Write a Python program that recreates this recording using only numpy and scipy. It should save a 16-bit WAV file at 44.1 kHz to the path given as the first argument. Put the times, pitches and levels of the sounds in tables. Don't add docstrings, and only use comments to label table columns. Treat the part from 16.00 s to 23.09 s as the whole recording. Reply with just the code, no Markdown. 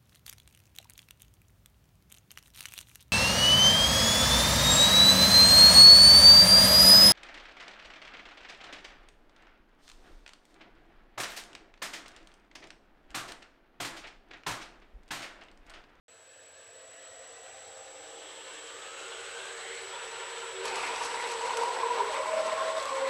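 import sys
import numpy as np
from scipy import signal
from scipy.fft import rfft, irfft, next_fast_len
from scipy.io import wavfile
from scipy.ndimage import map_coordinates

SR = 44100
rng = np.random.default_rng(int(sys.argv[2]) if len(sys.argv) > 2 else 0)


def int16_out(signal):
    q = np.round(np.clip(np.atleast_2d(signal).T, -1, 1) * 32767)
    wavfile.write(sys.argv[1], SR, q.astype(np.int16))


N = 312669

# time_s, rate_hz
MOTOR_SPEED = [(0, 158), (.5, 179), (1, 206), (1.5, 226.7), (2.5, 259.4), (3.1, 278), (4, 298), (4.6, 335),
               (5.5, 358), (5.9, 361), (6.1, 427), (6.35, 430), (6.7, 419), (7.09, 403)]


def amp(db):
    return 10 ** (np.asarray(db) / 20)


def unit(x):
    return x / np.sqrt(np.mean(np.abs(x) ** 2) + 1e-20)


def along(points, hz):
    pitches, values = np.transpose(points)
    return np.interp(np.log(hz + 1), np.log(pitches + 1), values)


def curves(rows):
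    times, *columns = np.transpose(rows)
    return [np.interp(np.arange(N) / SR, times, column) for column in columns]


def wobble(rate):
    return map_coordinates(rng.standard_normal(int(N * rate / SR) + 4), [np.arange(N) * rate / SR])


def swell(start, end, fade_s):
    t = np.arange(N) / SR
    return np.clip(np.minimum(t - start, end - t) / fade_s + .5, 0, 1)


def swells(rows, fade_s):
    return sum(size * swell(start, end, fade_s) for start, end, size in rows)


def filtered(x, response):
    size = next_fast_len(N + SR // 2)
    return irfft(rfft(x, size) * response(np.fft.rfftfreq(size, 1 / SR)), size)[:N]


def coloured(x, spectrum):
    return unit(filtered(x, lambda hz: amp(along(spectrum, hz))))


def turn(hz):
    return 2 * np.pi / SR * (np.cumsum(hz) if np.ndim(hz) else hz * np.arange(N))


def resonance(hz, width_hz):
    knots = signal.lfilter([1], [1, -.5], rng.standard_normal((2, 2 ** 15)))
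    place = turn(np.abs(width_hz)) / np.pi
    phase = turn(hz).astype(np.float32)
    wander = np.interp(place, np.arange(knots.shape[1]), knots[0] + 1j * knots[1])
    return unit(wander.real * np.cos(phase) + wander.imag * np.sin(phase))


def bubbles(low_hz, high_hz, cycles, rise, spread_db, count):
    when, pitch, size, life = rng.random((count, 4)).T
    pitches_hz = low_hz * (high_hz / low_hz) ** pitch
    lengths = (cycles * (.5 + life) * SR / pitches_hz).astype(int) + 2
    gains = pitches_hz * amp(-spread_db * np.log(np.maximum(size, .01)))
    out = np.zeros(N + lengths.max())
    for start, length, hz, gain in zip((when * N).astype(int), lengths, pitches_hz, gains):
        age = np.arange(length)
        progress = age / length
        phase = 2 * np.pi * hz / SR * age * (1 + rise * progress / 2)
        out[start:start + length] += gain * 50 ** -progress * np.sin(phase)
    return unit(out[:N])


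def workshop(x, wet_db):
    # pitch_hz, decay_s
    decay_times = [(200, 0.28), (2000, 0.41), (10000, 0.32)]
    hz, t, noise = signal.stft(rng.standard_normal(SR // 2), SR, nperseg=256)
    decay = amp(-60 * t / along(decay_times, hz)[:, None])
    tail = signal.istft(noise * decay, SR, nperseg=256)[1]
    delayed = np.pad(x, (SR // 300, 0))
    return x + amp(wet_db) * signal.fftconvolve(delayed, tail / np.linalg.norm(tail))[:N]


def emptiness():
    # time_s, fraction_full
    fill = [(1.9, 0), (3.1, 1)]
    return 1 - curves(fill)[0]


def driven_db(primed_db, per_doubling_db, empty_db=0, max_doublings=np.inf):
    primed_hz = 295.2
    doublings = np.minimum(np.log2(curves(MOTOR_SPEED)[0] / primed_hz), max_doublings)
    return primed_db + per_doubling_db * doublings + empty_db * emptiness()


def motor():
    # time_s, pitch_hz
    switching_pitch = [(0, 7790), (3, 7785), (5.5, 7781), (6.4, 7775), (7.09, 7778)]
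    # time_s, level_db
    whine_levels = [(0.1, -63), (1.1, -55.5), (2.4, -57), (2.6, -54.5), (2.85, -57), (3.55, -55.5),
                    (3.8, -52), (7.09, -53.5)]
    # offset_in_motor_rates, level_db
    side_tones = [(-2, -49), (-1, -15), (1, -14.5), (2, -25), (3, -35.5)]
    # time_s, gain_db
    side_strength = [(0, 3), (1, -3), (2, 7.5), (2.7, 5), (3.4, 12), (4, -6), (4.6, 3), (5.8, 4.5),
                     (6.4, 3), (7.09, 2)]
    switching = turn(curves(switching_pitch)[0])
    stepping = turn(curves(MOTOR_SPEED)[0] + 1.33 * wobble(14))
    sides = sum(amp(db + 2.1 * wobble(3.04)) * np.sin(switching + k * stepping + (k > 0) * np.pi / 2)
                for k, db in side_tones)
    flutter = amp(0.68 * wobble(40))
    whine = np.sin(switching) + amp(curves(side_strength)[0]) * sides
    return np.sqrt(2) * amp(curves(whine_levels)[0] + 2.5) * flutter * whine


def cone_ringing():
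    # start_s, end_s, pitch_hz, width_hz, level_db
    notes = [(0, 0.904, 2550, 72.5, -74), (.2, .8, 1600, 160.4, -68), (.25, 1.15, 1720, 69.7, -68),
             (0.794, 1.7, 1944, 130.7, -62), (.95, 2.4, 5970, 662, -69), (0.983, 1.25, 280, 25.1, -71.5),
             (1.894, 3.2, 315, 40, -67), (2.09, 2.849, 3210, 794, -55.5), (2.749, 3.747, 6740, 485.5, -61),
             (3.9, 4.02, 3455, 59.2, -55)]
    return sum(amp(db) * swell(start, end, fade_s=0.32) * resonance(hz, width)
               for start, end, hz, width, db in notes)


def rumble():
    # pitch_hz, level_db
    room_colour = [(15, -6), (45, -21), (85, 6), (105, 4.5), (140, -12), (300, 0), (1000, -19)]
    tub_colour = [(15, -16), (60, 1), (160, -5.5), (300, -3), (800, -51)]
    room = amp(-71) * coloured(rng.standard_normal(N), room_colour)
    tub = coloured(rng.standard_normal(N), tub_colour)
    return room + amp(driven_db(primed_db=-78, per_doubling_db=16.7)) * tub


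def churning(mist):
    # pitch_hz, level_db
    churn_colour = [(100, -39), (200, -34), (290, -14.5), (400, -2), (560, 0.5), (720, -1.5), (900, -1.5),
                    (1250, 0.5), (1600, 1), (2050, -2.5), (2700, -1.5), (3300, -1), (3850, -2),
                    (4400, -9.5), (7000, -30.5)]
    hiss_colour = [(2500, -8.5), (4200, -3), (5700, 0), (7000, -2.5), (8700, -6.5), (10300, -10.5),
                   (11600, -18.5), (12200, -40), (12700, -44)]
    fine = bubbles(low_hz=353.6, high_hz=5790, cycles=12.5, rise=0.069, spread_db=1.8, count=12000)
    churn = coloured(workshop(fine, wet_db=2.5) + 1.43 * rng.standard_normal(N), churn_colour)
    hiss = coloured(.45 * np.roll(mist, SR) + rng.standard_normal(N), hiss_colour)
    churn_db = driven_db(primed_db=-43, per_doubling_db=14.9, empty_db=-5.5, max_doublings=0)
    hiss_db = driven_db(primed_db=-53.5, per_doubling_db=16.4, empty_db=-0.93, max_doublings=0)
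    return amp(churn_db) * churn + amp(hiss_db) * hiss


def bowl_hum():
    # pitch_hz, width_hz, full_level_db, empty_change_db, curtain_change_db
    notes = [(383.6, 24, -5, -11.5, -7.5), (463.5, 34, -0.5, -1, 0.5), (527, 45, -10, 10.5, 3.5),
             (646, 65, -19, 17, 7)]
    # start_s, end_s, extra_db
    booms = [(.73, .85, 4), (3.02, 3.25, 1.5), (4.56, 4.82, 6.5), (5.24, 5.5, 3.5), (5.56, 5.88, 6),
             (5.97, 6.03, 7)]
    empty = emptiness()
    curtain = swell(5.3, np.inf, fade_s=0.48)
    hum = unit(sum(amp(db + empty * empty_db + curtain * curtain_db) * resonance(hz, width)
                   for hz, width, db, empty_db, curtain_db in notes))
    level_db = driven_db(primed_db=-48, per_doubling_db=18.5, empty_db=-1.7)
    choke_db = -11 * swell(6.09, np.inf, fade_s=0.3)
    return amp(level_db + swells(booms, fade_s=0.065) + choke_db) * hum


def air_gap():
    # time_s, pitch_hz, width_hz, level_db
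    note = [(.1, 648, 130.5, -70), (1.1, 666.4, 129.7, -60), (1.7, 785.3, 109.9, -57.5),
            (2.3, 802, 280, -59), (2.6, 1128, 261.3, -59.5), (3.1, 1417, 149.8, -51.5),
            (3.5, 1606, 169.8, -51.5), (3.74, 2063, 698, -47), (3.95, 2210, 697, -59)]
    hz, width, db = curves(note)
    still_open = 1 - swell(5.24, np.inf, fade_s=0.67)
    return still_open * amp(db) * resonance(hz, width)


def rim_gargle():
    # time_s, pitch_hz, level_db
    main_note = [(3.9, 950, -47), (4.58, 965, -47.5), (4.8, 950, -39), (5.25, 960, -38.5),
                 (5.47, 950, -33.5), (5.98, 975, -32.5), (6.25, 1020, -36.5), (6.85, 1080, -35.5),
                 (7.09, 1030, -37)]
    # pitch_hz, width_hz, level_db
    high_notes = [(1385, 55, -54.5), (1886, 91, -58)]
    main_hz, main_db = curves(main_note)
    gargle = amp(main_db - 1.8) * resonance(main_hz, width_hz=140)
    gargle += sum(amp(db) * resonance(hz, width) for hz, width, db in high_notes)
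    bursts = unit(amp(1.8 * wobble(60)))
    return swell(3.9, np.inf, fade_s=0.1) * bursts * gargle


def overflow(mist):
    # pitch_hz, level_db
    splash_colour = [(100, -30), (200, -12), (280, 1.5), (380, 4.5), (480, 8), (650, -0.5), (800, 7),
                     (1450, 1.5), (1700, -2), (2000, 0), (3000, -7.5), (3800, -12), (4500, -14),
                     (7000, -19)]
    spray_colour = [(2500, -7), (4200, 1.5), (5700, -1), (7000, -5), (8700, -7.5), (10300, -12),
                    (11600, -19.5), (12200, -41), (12700, -48)]
    # start_s, end_s, extra_splash_db, extra_spray_db
    surges = [(4.605, 4.68, 2, 0.5), (4.74, 4.878, 4.5, 2), (5.014, 5.14, 1, 4.5), (5.258, 5.373, 1.5, 4),
              (5.41, 5.659, 1, 3), (5.745, 5.85, 3.5, -2), (5.924, 6.007, 5, -2), (6.27, 6.69, 2.5, 2.5),
              (6.774, 6.927, -0.5, 3.5)]
    spill_s, spray_settle_s, clatter_settle_s = 4.65, 0.98, 0.76
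    coarse = bubbles(low_hz=492.4, high_hz=5980, cycles=16.5, rise=0.18, spread_db=3.0, count=8000)
    splash = amp(-40) * coloured(workshop(coarse, wet_db=0) + .5 * rng.standard_normal(N), splash_colour)
    spray = amp(-54.5) * coloured(mist + 1.1 * rng.standard_normal(N), spray_colour)
    surge_db = swells([(start, end, db) for start, end, db, _ in surges], fade_s=0.087)
    spray_db = swells([(start, end, db) for start, end, _, db in surges], fade_s=0.05)
    age_s = np.maximum(np.arange(N) / SR - spill_s, 0)
    spray_db += 10 * np.exp(-age_s / spray_settle_s)
    clatter = amp(-44) * np.exp(-age_s / clatter_settle_s) * resonance(hz=2497, width_hz=950)
    falling = amp(surge_db) * (splash + clatter) + amp(spray_db + 1.9 * wobble(45)) * spray
    return swell(spill_s, np.inf, fade_s=0.041) * falling


def drop_slaps():
    # start_s, level_db
    drops = [(4.6542, -29.5), (4.757, -30), (4.8256, -38), (5.0274, -36), (5.2719, -35), (5.3164, -34),
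             (5.5708, -26.5), (6.1435, -38), (6.268, -41), (6.7784, -34), (6.8254, -33), (6.8545, -34)]
    # pitch_hz, level_db
    slap_colour = [(200, -33), (1000, 6), (3000, 0), (6500, 1.5), (10500, -6.5), (12000, -15), (12800, -34)]
    decay_s = 0.039
    t, out = np.arange(SR // 10) / SR, np.zeros(N + SR)
    for start, db in drops:
        out[round(start * SR):][:len(t)] += amp(db - 1 - 60 * t / decay_s) * rng.standard_normal(len(t))
    return workshop(filtered(out[:N], lambda hz: amp(along(slap_colour, hz))), wet_db=-17)


def gulps():
    # start_s, pitch_hz, level_db
    pockets = [(5.412, 910, -26), (5.478, 915, -26), (5.506, 973, -27), (5.634, 930, -19),
               (5.832, 1016, -21), (5.884, 990, -26), (6.003, 937, -23), (6.258, 1006, -25)]
    attack_s, decay_s = .001, .045
    t, out = np.arange(SR // 10) / SR, np.zeros(N + SR)
    for start, hz, db in pockets:
        loudness = amp(db + 3 - 60 * t / decay_s) * (1 - np.exp(-t / attack_s))
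        out[round(start * SR):][:len(t)] += loudness * np.sin(2 * np.pi * hz * t * (1 + 0.39 * t))
    return workshop(out[:N], wet_db=-28)


def rotor_drones():
    # start_s, end_s, pitch_hz, width_hz, level_db
    tones = [(5.75, 5.92, 470, 10, -41), (6.0, 6.11, 412, 10, -39), (6.1, 6.3, 620, 45, -39),
             (6.13, 6.23, 552, 18, -36), (6.275, 6.57, 641, 11, -33.3), (6.3, 6.58, 609, 12, -36.5),
             (6.57, 6.8, 643, 10, -36), (6.3, 6.9, 550, 70, -43), (6.92, 7.2, 537, 9, -34.2),
             (6.32, 6.72, 215, 4, -63), (6.86, 7.2, 268, 10, -60), (6.78, 6.92, 1165, 22, -41)]
    out = np.zeros(N)
    for start, end, hz, width, db in tones:
        purity = np.exp(-width / 35)
        tone = np.sqrt(2 * purity) * np.sin(turn(hz)) + np.sqrt(1 - purity) * resonance(hz, width)
        out += amp(db) * swell(start, end, fade_s=0.04) * tone
    flutter = unit(1 + .42 * np.tanh(wobble(75)))
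    return out * flutter


def scene():
    machine = motor() + cone_ringing() + rumble()
    droplets = bubbles(low_hz=3170, high_hz=12500, cycles=9.9, rise=0.27, spread_db=4.0, count=6000)
    mist = unit(workshop(droplets, wet_db=-2.5))
    slosh = wobble(25)
    water = amp(0.44 * slosh) * churning(mist) + amp(1.18 * slosh) * overflow(mist)
    air = bowl_hum() + air_gap() + rim_gargle()
    air = filtered(air, lambda hz: 1 / np.sqrt(1 + (335 / (hz + 1)) ** 10))
    return (machine + water + air + drop_slaps() + gulps() + rotor_drones())[None]


def record(dry):
    silent_s, top_hz = .082, 12500
    audible = np.arange(N) / SR > silent_s
    return filtered(dry[0] * audible, lambda hz: hz < top_hz)[None]


dry = scene()
out = record(dry)
int16_out(out)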